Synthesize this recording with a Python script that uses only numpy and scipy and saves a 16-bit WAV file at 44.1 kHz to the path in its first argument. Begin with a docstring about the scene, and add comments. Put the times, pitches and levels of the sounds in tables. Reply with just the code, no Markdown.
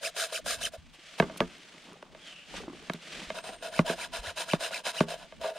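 """Outdoors, close by, a toothbrush scrubs a pleated metal mesh filter in a plastic tub of liquid.
Bristle flicks and random clicks, filtered by the mesh, make the rasp of pulls and pushes, fastest in mid-stroke.
Between two bouts the filter is dipped and swirled. Its knocks on the tub, some during the second bout, are
decaying tones. The liquid gurgles with ringing bubbles. Filtered clicks and noise make sleeve, glove and wind."""
import sys
import numpy as np
from scipy import signal
from scipy.fft import rfft, irfft, next_fast_len
from scipy.io import wavfile

SR = 44100
rng = np.random.default_rng(int(sys.argv[2]) if len(sys.argv) > 2 else 0)


def transcribe(signal):
    """Save signal, clipped to [-1, 1], as a 16-bit WAV file at the path in sys.argv[1]."""
    frames = np.atleast_2d(signal).T
    limited = np.clip(frames, -1, 1)
    pcm = np.round(limited * 32767).astype(np.int16)
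    wavfile.write(sys.argv[1], SR, pcm)


N = 246078  # length in samples
T = np.arange(N) / SR  # time in s
EDGE_HZ = 15800  # upper edge of the sound band

# rasp of the mesh: [f/Hz, level per Hz/dB]
RASP = [(150, -55), (300, -10.5), (500, -0.5), (900, -3), (1250, -3.5), (1600, -7.5), (2100, -2.5),
        (2800, 2.5), (4300, -5.5), (6000, -10), (7800, -13.5), (9300, -10), (11000, -20.5), (13000, -20),
        (15500, -41)]
# resonances of the filter cartridge: [f/Hz, width/Hz, lift/dB]
CARTRIDGE = [(670, 140, 14.5), (972, 130, 12.5), (1436, 146, 10), (1641, 233, 14), (2624, 60, 7),
             (3085, 77, 6), (3600, 28, 8.5), (3980, 400, 8), (5080, 260, 9.5), (6240, 370, 5),
             (6730, 54, 8), (7140, 140, 10), (8840, 630, 8.5), (8880, 75, -9)]
# the filter knocks on the tub:
# [t/s, level/dB, bass/dB, treble/dB, pitch factor, place struck as a share of the wall]
KNOCKS = [(1.1994, -10, -0.5, 7.5, 1.01, 0.38), (1.2239, -22, 3.5, 0, 0.93, .34),
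          (1.2395, -34, 9, 2, .97, 0.41), (1.4042, -14.5, -0.5, 11.5, 0.91, 0.1),
          (1.4132, -23, 2, -3, 1, 0.16), (2.026, -36.5, -6, 12.5, 0.91, 0.088),
          (2.8974, -22, 11, 7.5, 1, .024), (2.941, -41, 14, -0.5, 0.94, .15),
          (3.489, -35, -3, 1, 1.15, 0.14), (3.7911, -13, 7.5, 7, 0.938, 0.297),
          (3.8968, -22, 0, -0.5, 0.98, 0.14), (4.5338, -15.5, 11, 10, 0.93, .096),
          (5.0061, -14, 12, 8.5, 0.95, 0.093), (5.033, -34.5, 5, -8, 0.93, 0.33)]
# shudder of tub and table after a knock, also used for splashing liquid: [f/Hz, level per Hz/dB]
SHUDDER = [(40, -1), (110, -35), (170, 15), (450, -5), (1100, 2), (2500, -16), (6000, -18.5), (15000, -37)]
# rumble of the buffeted microphone: [f/Hz, level per Hz/dB]
BUFFET = [(10, -19), (32, 3.5), (70, -4), (115, -9.5), (250, -3.5), (1000, -55)]


def amp(db):
    """Turns decibels into a gain."""
    return 10 ** (np.asarray(db) / 20)


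def evened(x):
    """Scales a sound to an rms level of 1."""
    return x / np.sqrt(np.mean(x ** 2) + 1e-20)


def curve(rows, column=1):
    """Joins one column of a table by straight lines in time."""
    rows = np.array(rows)
    return np.interp(T, rows[:, 0], rows[:, column])


def read(points, hz):
    """Reads a spectrum whose points are joined by straight lines over log frequency."""
    f, value = np.transpose(points)
    return np.interp(np.log(hz + 1), np.log(f + 1), value)


def add(mix, s, sound):
    """Adds a sound at time s, cut off where the mix ends."""
    part = mix[max(round(s * SR), 0):][:len(sound)]
    part += sound[:len(part)]


def colour(x, spectrum, peaks=(), tilt_db=0, size=4096):
    """Filters with a spectrum, resonances on it and a tilt per octave above 1 kHz, without pre-echo."""
    hz = abs(np.fft.fftfreq(size, 1 / SR))
    db = read(spectrum, hz) + tilt_db * np.log2(np.maximum(hz, 1000) / 1000)
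    for f, width, lift in peaks:
        db = db + lift / (1 + (2 * (hz - f) / width) ** 2)
    # the Hilbert transform finds the phase that lets nothing sound early
    response = np.exp(np.conj(signal.hilbert(np.log(amp(db)))))
    impulse = np.fft.ifft(response).real[:size // 2]
    return signal.fftconvolve(x, impulse)[:len(x)]


def drift(size, hz):
    """Smooth random motion of rms 1, up to about hz."""
    padded = next_fast_len(size)
    f = np.fft.rfftfreq(padded, 1 / SR)
    spectrum = rfft(rng.standard_normal(padded)) * np.exp(-(f / hz) ** 2)
    return evened(irfft(spectrum, padded)[:size])


def snaps(per_s, spread_db):
    """Random clicks of uneven size at a rate that may vary from sample to sample."""
    size = len(per_s)
    height = amp(spread_db * np.minimum(rng.exponential(1, size), 4))
    height = height * rng.choice([-1, 1], size)
    happens = rng.random(size) < per_s / SR
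    return evened(height * happens)


def glide(rows, width_hz):
    """A narrow band of noise that follows a pitch and a level."""
    sounding = (T > rows[0][0]) & (T < rows[-1][0])
    phase = 2 * np.pi * np.cumsum(curve(rows)) / SR
    band = drift(N, width_hz) * np.cos(phase) + drift(N, width_hz) * np.sin(phase)
    return sounding * amp(curve(rows, 2)) * band


def pair(shared, apart):
    """The two microphone ports agree in the bass and hear more different detail in the treble."""
    # width of the microphone pair: [f/Hz, side against mid/dB]
    width = [(100, -26), (430, -27), (650, -14.5), (1200, -10), (2400, -13.5), (4400, -7.5), (8000, -3.5),
             (14000, -1.5)]
    side = colour(apart, width)
    return np.array([shared + side, shared - side])


def scattered(x, fade_s=0.0032):
    """The sound after brief reflections off tub, arms and table, made from fading noise."""
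    t = np.arange(SR // 30) / SR
    echoes = rng.standard_normal(len(t)) * np.exp(-t / fade_s)
    return signal.oaconvolve(x, echoes / np.linalg.norm(echoes))[:N]


def outdoors(wind_db=-5, lump_db=4.5, air_db=-68):
    """Quiet garden air, and lumpy gusts that differ at the two microphone ports."""
    # wind on the microphone: [t/s, level before wind_db is added/dB]
    wind = [(0, -66), (.33, -64), (.45, -44.5), (.85, -59), (1.08, -64.5), (2.46, -61.5), (2.55, -47.5),
            (2.8, -63), (3.28, -55), (4.1, -52.5), (4.25, -46), (4.42, -61), (5.2, -51), (5.58, -62)]
    # garden air: [f/Hz, level per Hz/dB]
    air_spectrum = [(30, 3), (110, -3), (160, 21), (400, -6), (1000, 9.5), (3000, -24.5), (9000, -58),
                    (15000, -19)]
    eddies = rng.standard_normal((2, N)) * amp(lump_db * drift(N, 5.7))
    gusts = np.array([evened(colour(port, BUFFET)) for port in eddies])
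    air = [evened(colour(rng.standard_normal(N), air_spectrum)) for _ in range(2)]
    return gusts * amp(curve(wind) + wind_db) + amp(air_db) * pair(*air)


def puffs():
    """An eddy of wind pushes on the ports: one heavily damped low swing."""
    # puffs that thump the microphone: [t/s, f/Hz, level/dB, time to fall 60 dB/s]
    swings = [(0.573, 95, -41, 0.061), (0.782, 74.5, -35.5, 0.074), (3.272, 49.4, -38, 0.073),
              (4.19, 42, -30, 0.11), (4.272, 85, -37.5, 0.12)]
    out, t = np.zeros(N), np.arange(SR // 4) / SR
    for s, hz, db, t60 in swings:
        rise = 1 - np.exp(-t * hz * np.pi)
        add(out, s, np.sin(2 * np.pi * hz * t) * rise * amp(db - 60 * t / t60))
    return out


def thumps(t60=0.31):
    """A jolt reaches the two microphone ports as a faint low rumble of fading noise."""
    # the heaviest knocks jolt the table and the microphone on it: [t/s, level/dB]
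    jolts = [(1.201, -38), (1.404, -40), (3.7918, -39), (4.533, -46), (5.007, -45)]
    out, t = np.zeros((2, N)), np.arange(SR // 3) / SR
    for port in out:
        for s, db in jolts:
            rumble = evened(colour(rng.standard_normal(len(t)), BUFFET))
            add(port, s, rumble * amp(db - 60 * t / t60))
    return out


def whistle():
    """A thin high whistle, made of a narrow gliding band of noise."""
    # path of the whistle: [t/s, f/Hz, level/dB]
    path = [(3.35, 8350, -78), (3.46, 8600, -55), (3.6, 8600, -66), (3.75, 8800, -70)]
    return glide(path, width_hz=65)


def rustle():
    """Fine grains of fabric and glove sliding as the arms move, with a singing ridge of the sleeve."""
    # sleeve and glove sliding: [t/s, level/dB]
    sliding = [(0, -57), (.7, -63), (.8, -63.5), (.9, -63), (1.0, -56), (1.14, -49.5), (1.27, -52.5),
               (1.45, -54), (1.84, -54), (1.9, -58.5), (2.1, -64), (2.28, -49.5), (2.45, -57.5),
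               (2.575, -41.5), (2.68, -60), (2.77, -52), (3.0, -55), (3.13, -43.5), (3.28, -46.5),
               (3.42, -59), (5.3, -59), (5.58, -66)]
    # colour of sleeve and glove: [f/Hz, level per Hz/dB]
    cloth = [(120, -28), (200, -39), (263, -5), (371, -12), (630, 1), (1050, -22), (1150, -2.5), (1260, -4),
             (1510, -1), (3070, 2), (4330, -4.5), (8820, -14.5), (15500, -41.5)]
    # singing ridge of the sliding sleeve: [t/s, f/Hz, level/dB]
    swish = [(2.2, 3400, -63), (2.29, 3080, -50.5), (2.35, 2820, -54.5), (2.42, 2750, -51),
             (2.48, 2670, -66)]
    grains = evened(colour(snaps(np.full(N, 9000.), spread_db=2), cloth))
    flicker_db = 1.75 * drift(N, 54)
    return grains * amp(curve(sliding) + flicker_db) + glide(swish, width_hz=320)


def slips():
    """The glove slips: a brief hiss swells and dies as the grip gives way."""
    # slips on the wet mesh: [t/s, length/s, level/dB, tilt per octave/dB]
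    slides = [(0.923, 0.046, -54, -0.5), (1.173, 0.037, -40, -1), (1.368, .02, -43, 4),
              (2.866, 0.015, -58, -13.5)]
    out = np.zeros(N)
    for s, length, db, tilt_db in slides:
        t = np.arange(0, length, 1 / SR)
        hiss = evened(colour(rng.standard_normal(len(t)), RASP, tilt_db=tilt_db))
        add(out, s, amp(db) * hiss * np.sin(np.pi * t / length) ** 2)
    return out


def ticks(t60=0.013):
    """Films of liquid snap on mesh and glove, as short bursts of noise."""
    # small wet ticks: [t/s, level/dB]
    films = [(1.582, -47), (1.842, -47), (1.931, -46), (2.54, -43), (2.603, -47), (2.826, -47),
             (2.935, -30.5)]
    out, t = np.zeros(N), np.arange(SR // 10) / SR
    for s, db in films:
        burst = evened(colour(rng.standard_normal(len(t)), RASP, CARTRIDGE, tilt_db=2.0))
        add(out, s, burst * amp(db - 60 * t / t60))
    return out


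def bubble(hz, t60, rise=4):
    """A bubble rings and rises in pitch as it nears the surface."""
    t = np.arange(SR // 8) / SR
    tone = np.sin(2 * np.pi * hz * t * (1 + rise * t))
    return tone * amp(-60 * t / t60) * (1 - np.exp(-t / 0.0088))


def liquid(count=24, crackle_db=-6):
    """Many small, quickly damped bubbles and crackling films while the liquid is stirred."""
    # stirring of the liquid: [t/s, level/dB]
    slosh = [(0, -89), (1.06, -80), (1.3, -47), (1.58, -61.5), (1.84, -62), (1.91, -49.5), (2.03, -62),
             (2.17, -58), (2.45, -69), (2.55, -46), (2.69, -51.5), (3.0, -62.5), (3.2, -49), (3.4, -59.5),
             (5.58, -67)]
    bubbles = np.zeros(N)
    for hz in np.geomspace(135, 1400, count):
        size_db = -3 * abs(np.log2(hz / 320))  # bubbles near 320 Hz are loudest
        pops = snaps(np.full(N, 24.), spread_db=-0.5) * amp(size_db)
        bubbles += signal.oaconvolve(pops, evened(bubble(hz, 9 / hz)))[:N]
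    crackle = evened(colour(snaps(np.full(N, 110.), spread_db=6.0), SHUDDER, tilt_db=-2.0))
    return evened(evened(bubbles) + amp(crackle_db) * crackle) * amp(curve(slosh))


def gulps(bubble_t60=0.034, slap_t60=0.017, slap_db=-11):
    """A small wave breaks into a short, dull spatter and leaves a large bubble ringing."""
    # small waves slap the filter and trap a gulp of air: [t/s, starting bubble f/Hz, level/dB]
    waves = [(0.986, 326, -37), (1.747, 275, -32), (1.874, 404, -43), (2.54, 510, -23), (2.574, 444, -39),
             (2.603, 418, -25), (2.636, 350, -23), (2.68, 313, -19.5), (2.698, 257, -23), (2.731, 326, -27),
             (2.824, 410, -32)]
    out, t = np.zeros(N), np.arange(SR // 10) / SR
    for s, hz, db in waves:
        spatter = evened(colour(rng.standard_normal(len(t)), SHUDDER, tilt_db=-14))
        add(out, s, spatter * amp(db + slap_db - 60 * t / slap_t60))
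        add(out, s, amp(db) * bubble(hz, bubble_t60))
    return out


def rattle(lag_s=0.00619, rattle_db=-25, rattle_t60=0.12):
    """After a knock the filter chatters on the wall and the shaken liquid spatters."""
    # chatter after a knock: [f/Hz, level per Hz/dB]
    chatter_spectrum = [(100, -48), (160, -6), (260, 0), (400, -2), (650, -12), (1200, -12), (2500, -20),
                        (8000, -58)]
    out, t = np.zeros(N), np.arange(SR // 5) / SR
    for s, db, *_ in KNOCKS:
        chatter = evened(colour(snaps(np.full(len(t), 700.), spread_db=-3.0), chatter_spectrum))
        add(out, s + lag_s, chatter * amp(db + rattle_db - 60 * t / rattle_t60))
    return out


def blow(bass_db, treble_db, pitch, place, ring, shudder_db=-19, shudder_t60=0.13,
         bass_lag=0.48, crack_db=-27, crack_t60=0.02):
    """The tub rings in its modes; bending waves bring the bass a little late, then the table shudders."""
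    # modes of the tub with the filter on it, before the blow changes pitch, balance and ringing:
    # [f/Hz, level/dB, time to fall 60 dB/s]
    modes = [(177.5, -6, 0.087), (250, -10, 0.067), (351.6, -19, 0.12), (439, -5, 0.05), (551, -8, 0.036),
             (662.3, -1, 0.051), (947, -12, 0.047), (1214, -6, 0.029), (1542, -15, 0.03),
             (1683, -8.5, 0.024), (2195, -15, 0.031), (2617, -18.5, 0.022), (3167, -18.5, 0.019),
             (3865, -22, 0.016), (4750, -24.5, 0.0082), (6180, -26, 0.006)]
    t = np.arange(SR // 5) / SR
    touch = [(200, bass_db), (550, 0), (900, 0), (2000, treble_db)]  # [f/Hz, lift/dB]
    # hard, bright blows press on the wall and ring for less time
    ring = ring * np.exp(-0.0882 * treble_db)
    sound = np.zeros(len(t))
    for k, (hz, mode_db, t60) in enumerate(modes):
        age = np.maximum(t - bass_lag / hz, 0)
        # a mode is weak when struck near its node
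        shape = (-1) ** k * (0.23 + abs(np.sin(np.pi * (k + 1) * place)))
        rise = 1 - np.exp(-age * hz * 2 * np.pi)  # soft plastic takes up the blow gradually
        level = amp(mode_db + read(touch, hz) - 60 * age / (t60 * ring))
        sound += shape * rise * level * np.sin(2 * np.pi * hz * pitch * age)
    shudder = evened(colour(rng.standard_normal(len(t)), SHUDDER))
    shudder = shudder * amp(shudder_db - 60 * t / shudder_t60) * (1 - np.exp(-t / 0.0033))
    crack = evened(colour(rng.standard_normal(len(t)), RASP, tilt_db=-1.5))
    crack = crack * amp(crack_db + treble_db - 60 * t / crack_t60)
    return sound + crack + shudder


def knocks(lowest_hz=125):
    """Heavy knocks of the filter and light taps of the brush head ring the same tub."""
    # the brush head taps the cartridge: [t/s, level/dB, treble/dB]
    taps = [(1.297, -36.5, 5), (2.148, -42.5, 8), (3.3024, -27, 9.5), (3.365, -40, -1), (4.708, -37, 6),
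            (4.866, -27, 12), (5.323, -40.5, 6.5), (5.4428, -26.5, -8)]
    ring, tap_ring = 1.58, 1.62  # factors on the ringing time: every blow, and taps on top of that
    out = np.zeros(N)
    for s, db, bass_db, treble_db, pitch, place in KNOCKS:
        add(out, s, amp(db) * blow(bass_db, treble_db, pitch, place, ring))
    for s, db, treble_db in taps:
        tap = blow(bass_db=-37, treble_db=treble_db, pitch=0.97, place=.11, ring=ring * tap_ring)
        add(out, s, amp(db) * tap)
    # a small tub radiates little bass
    return signal.sosfilt(signal.butter(2, lowest_hz, "high", fs=SR, output="sos"), out)


def hollow(size):
    """Uneven drag, made of random clicks, rings the hollow cartridge."""
    # hollow ring of the cartridge under the brush: [f/Hz, level per Hz/dB]
    hollow_spectrum = [(100, -68.5), (170, -26), (300, -33.5), (440, -7.5), (540, -4.5), (620, 1.5),
                       (665, 7.5), (730, -8), (820, -35), (1000, -33), (1400, -40), (3000, -45.5)]
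    return evened(colour(snaps(np.full(size, 1500.), spread_db=3), hollow_spectrum))


def bite(scrape_db, ring_db, t60=0.067):
    """The bristles catch on the mesh: a short scrape and a ring of the cartridge."""
    t = np.arange(SR // 10) / SR
    scrape = evened(colour(snaps(np.full(len(t), 4000.), spread_db=-8.5), RASP, CARTRIDGE))
    return (amp(scrape_db) * scrape + amp(ring_db) * hollow(len(t))) * amp(-60 * t / t60)


def turn(length_s):
    """A soft rasp that swells and fades as the bristles fold over."""
    t = np.arange(0, length_s, 1 / SR)
    clicks = snaps(np.full(len(t), 4000.), spread_db=1)
    return evened(colour(clicks, RASP, CARTRIDGE, tilt_db=1.0)) * np.sin(np.pi * t / length_s)


def tufts(pleat_hz, scatter, count=3):
    """Each tuft flicks once per pleat; the tufts bend, skip and grip again, so their speeds wander apart."""
    out = np.zeros(len(pleat_hz))
    orders = np.arange(1, 9)[:, None]  # the flick's overtones
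    for _ in range(count):
        hz = pleat_hz * (1 + scatter * drift(len(out), 124.0))
        turns = np.cumsum(hz) / SR + rng.random()
        overtones = np.cos(2 * np.pi * orders * turns) / orders ** 0.55
        flicks = (overtones * (orders * hz < EDGE_HZ)).sum(0)
        grip = 1 / (1 + np.exp(1.5 - 3 * drift(len(out), 150)))
        out += flicks * grip
    return evened(out)


def brush(clump_db=1.27, ring_clump_db=3, drag=0.052):
    """Speed rises and falls in each stroke and sets loudness and pleat rate; pulls chirp, pushes are gritty."""
    # brush strokes, pulled and pushed in turn:
    # [bristles bite t/s, end t/s, level/dB, top pleat rate f/Hz, hollow ring level/dB]
    strokes = [(.027, .11, -35, 2670, -44), (.164, .285, -33, 2170, -44.5), (.324, .41, -35.5, 2810, -45.5),
               (.461, .58, -33.5, 2420, -46), (.612, .7, -33.5, 3123, -49.5), (.735, .772, -51, 1230, -47),
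               (3.345, 3.425, -41.5, 1704, -49), (3.44, 3.53, -44, 1405, -51), (3.52, 3.58, -49, 1280, -55),
               (3.625, 3.71, -42, 1880, -46), (3.725, 3.835, -40, 2474, -49),
               (3.863, 3.962, -35, 1470, -38.5), (3.982, 4.09, -38, 2280, -59),
               (4.133, 4.215, -38, 2333, -49), (4.232, 4.342, -39, 1910, -53),
               (4.373, 4.458, -35, 2760, -49), (4.482, 4.58, -36.5, 2813, -49),
               (4.606, 4.71, -35.5, 2683, -45), (4.715, 4.825, -37, 2693, -50.5),
               (4.853, 4.93, -34, 2525, -58), (4.946, 5.055, -37, 2792, -51.5),
               (5.085, 5.172, -40.5, 1504, -41.5), (5.185, 5.275, -50, 895, -58.5),
               (5.413, 5.54, -41, 896, -42.5), (5.556, 5.66, -44, 908, -47.5)]
    # how the resonances change while the filter is held above the liquid: [f/Hz, width/Hz, lift/dB]
    held_high = [(953, 280, -15), (1214, 230, 9), (1720, 680, 2), (2760, 300, -5), (4050, 180, -2),
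                 (6690, 68, 7), (8900, 770, -1)]
    # the two directions: (share of bristles in step before the rate lowers it, power of speed in the level,
    # fastest moment as a share of the stroke, bite against the stroke in dB)
    pull, push = (0.96, 1.62, 0.4854, -6.5), (0.15, 1.13, .46, 0)
    dipped_s = 1.0  # the filter is held clear of the liquid until then
    lead_s = .02  # the brush starts to move this long before it bites
    skim_db, grip_s = -2, 0.0028  # the rasp is weaker until the bristles bite, then grips this fast
    in_step_rate_hz = 3380  # bristles lock to the pleats better as the stroke nears this rate
    bright_db_per_octave, plain_rate_hz = 1.5, 1360  # faster strokes tilt the rasp upwards
    held_tilt_db = 2.5  # extra tilt per octave while the filter is clear of the liquid
    bite_ring_db = 9.5  # ring of the bite against the hollow ring
    turn_db, turn_s = -14, .05  # bristles folding over: level against the stroke, length
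    out = np.zeros(N)
    for k, (s, end, db, top_hz, ring_db) in enumerate(strokes):
        pushed, held = k % 2, s < dipped_s
        in_step, power, fastest, bite_db = push if pushed else pull
        start = s - lead_s
        t = np.arange(0, end - start, 1 / SR)
        progress = np.interp(t / (end - start), [0, fastest, 1], [0, .5, 1])
        speed = np.abs(np.sin(np.pi * progress))
        # slow bristles fall out of step
        share = np.clip(in_step * (top_hz / in_step_rate_hz) ** 2, 0, 1) * speed ** 2
        grit = snaps(1500 + 5000 * speed, spread_db=0.5)
        chirp = tufts(top_hz * (.25 + .75 * speed ** 3), scatter=.09)
        drive = np.sqrt(share) * chirp + np.sqrt(1 - share) * grit
        drive = drive * amp(clump_db * drift(len(t), 160))
        peaks = list(CARTRIDGE) + (list(held_high) if held else [])
        tilt_db = bright_db_per_octave * np.log2(top_hz / plain_rate_hz) + held_tilt_db * held
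        rasp = evened(colour(drive, RASP, peaks, tilt_db))
        grip = amp(skim_db * np.clip((lead_s - t) / grip_s, 0, 1))
        add(out, start, amp(db) * grip * rasp * (speed ** power + drag))
        ringing = hollow(len(t)) * speed ** 0.5 * amp(ring_clump_db * drift(len(t), 73))
        add(out, start, amp(ring_db) * grip * evened(ringing))
        if pushed:  # after a push the bristles stay on the mesh and fold over
            add(out, end - turn_s / 4, amp(db + turn_db) * turn(turn_s))
        add(out, s, bite(db + bite_db, ring_db + bite_ring_db))
    return out


def scene():
    """Bristles and fabric are spread-out sources; tub and liquid widen only by their reflections."""
    # two independent draws of the spread-out sources: one for the middle, one for the sides
    shared, apart = (brush() + rustle() + slips() + whistle() for _ in range(2))
    tub = knocks() + rattle() + liquid() + gulps() + ticks()
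    return pair(shared + tub, apart + scattered(tub)) + outdoors() + puffs() + thumps()


def record(dry):
    """A low-pass filter removes what lies above the edge of the sound band."""
    low_pass = signal.firwin(511, EDGE_HZ, window=("kaiser", 9), fs=SR)
    return signal.oaconvolve(dry, low_pass[None], "same")


dry = scene()
out = record(dry)
transcribe(out)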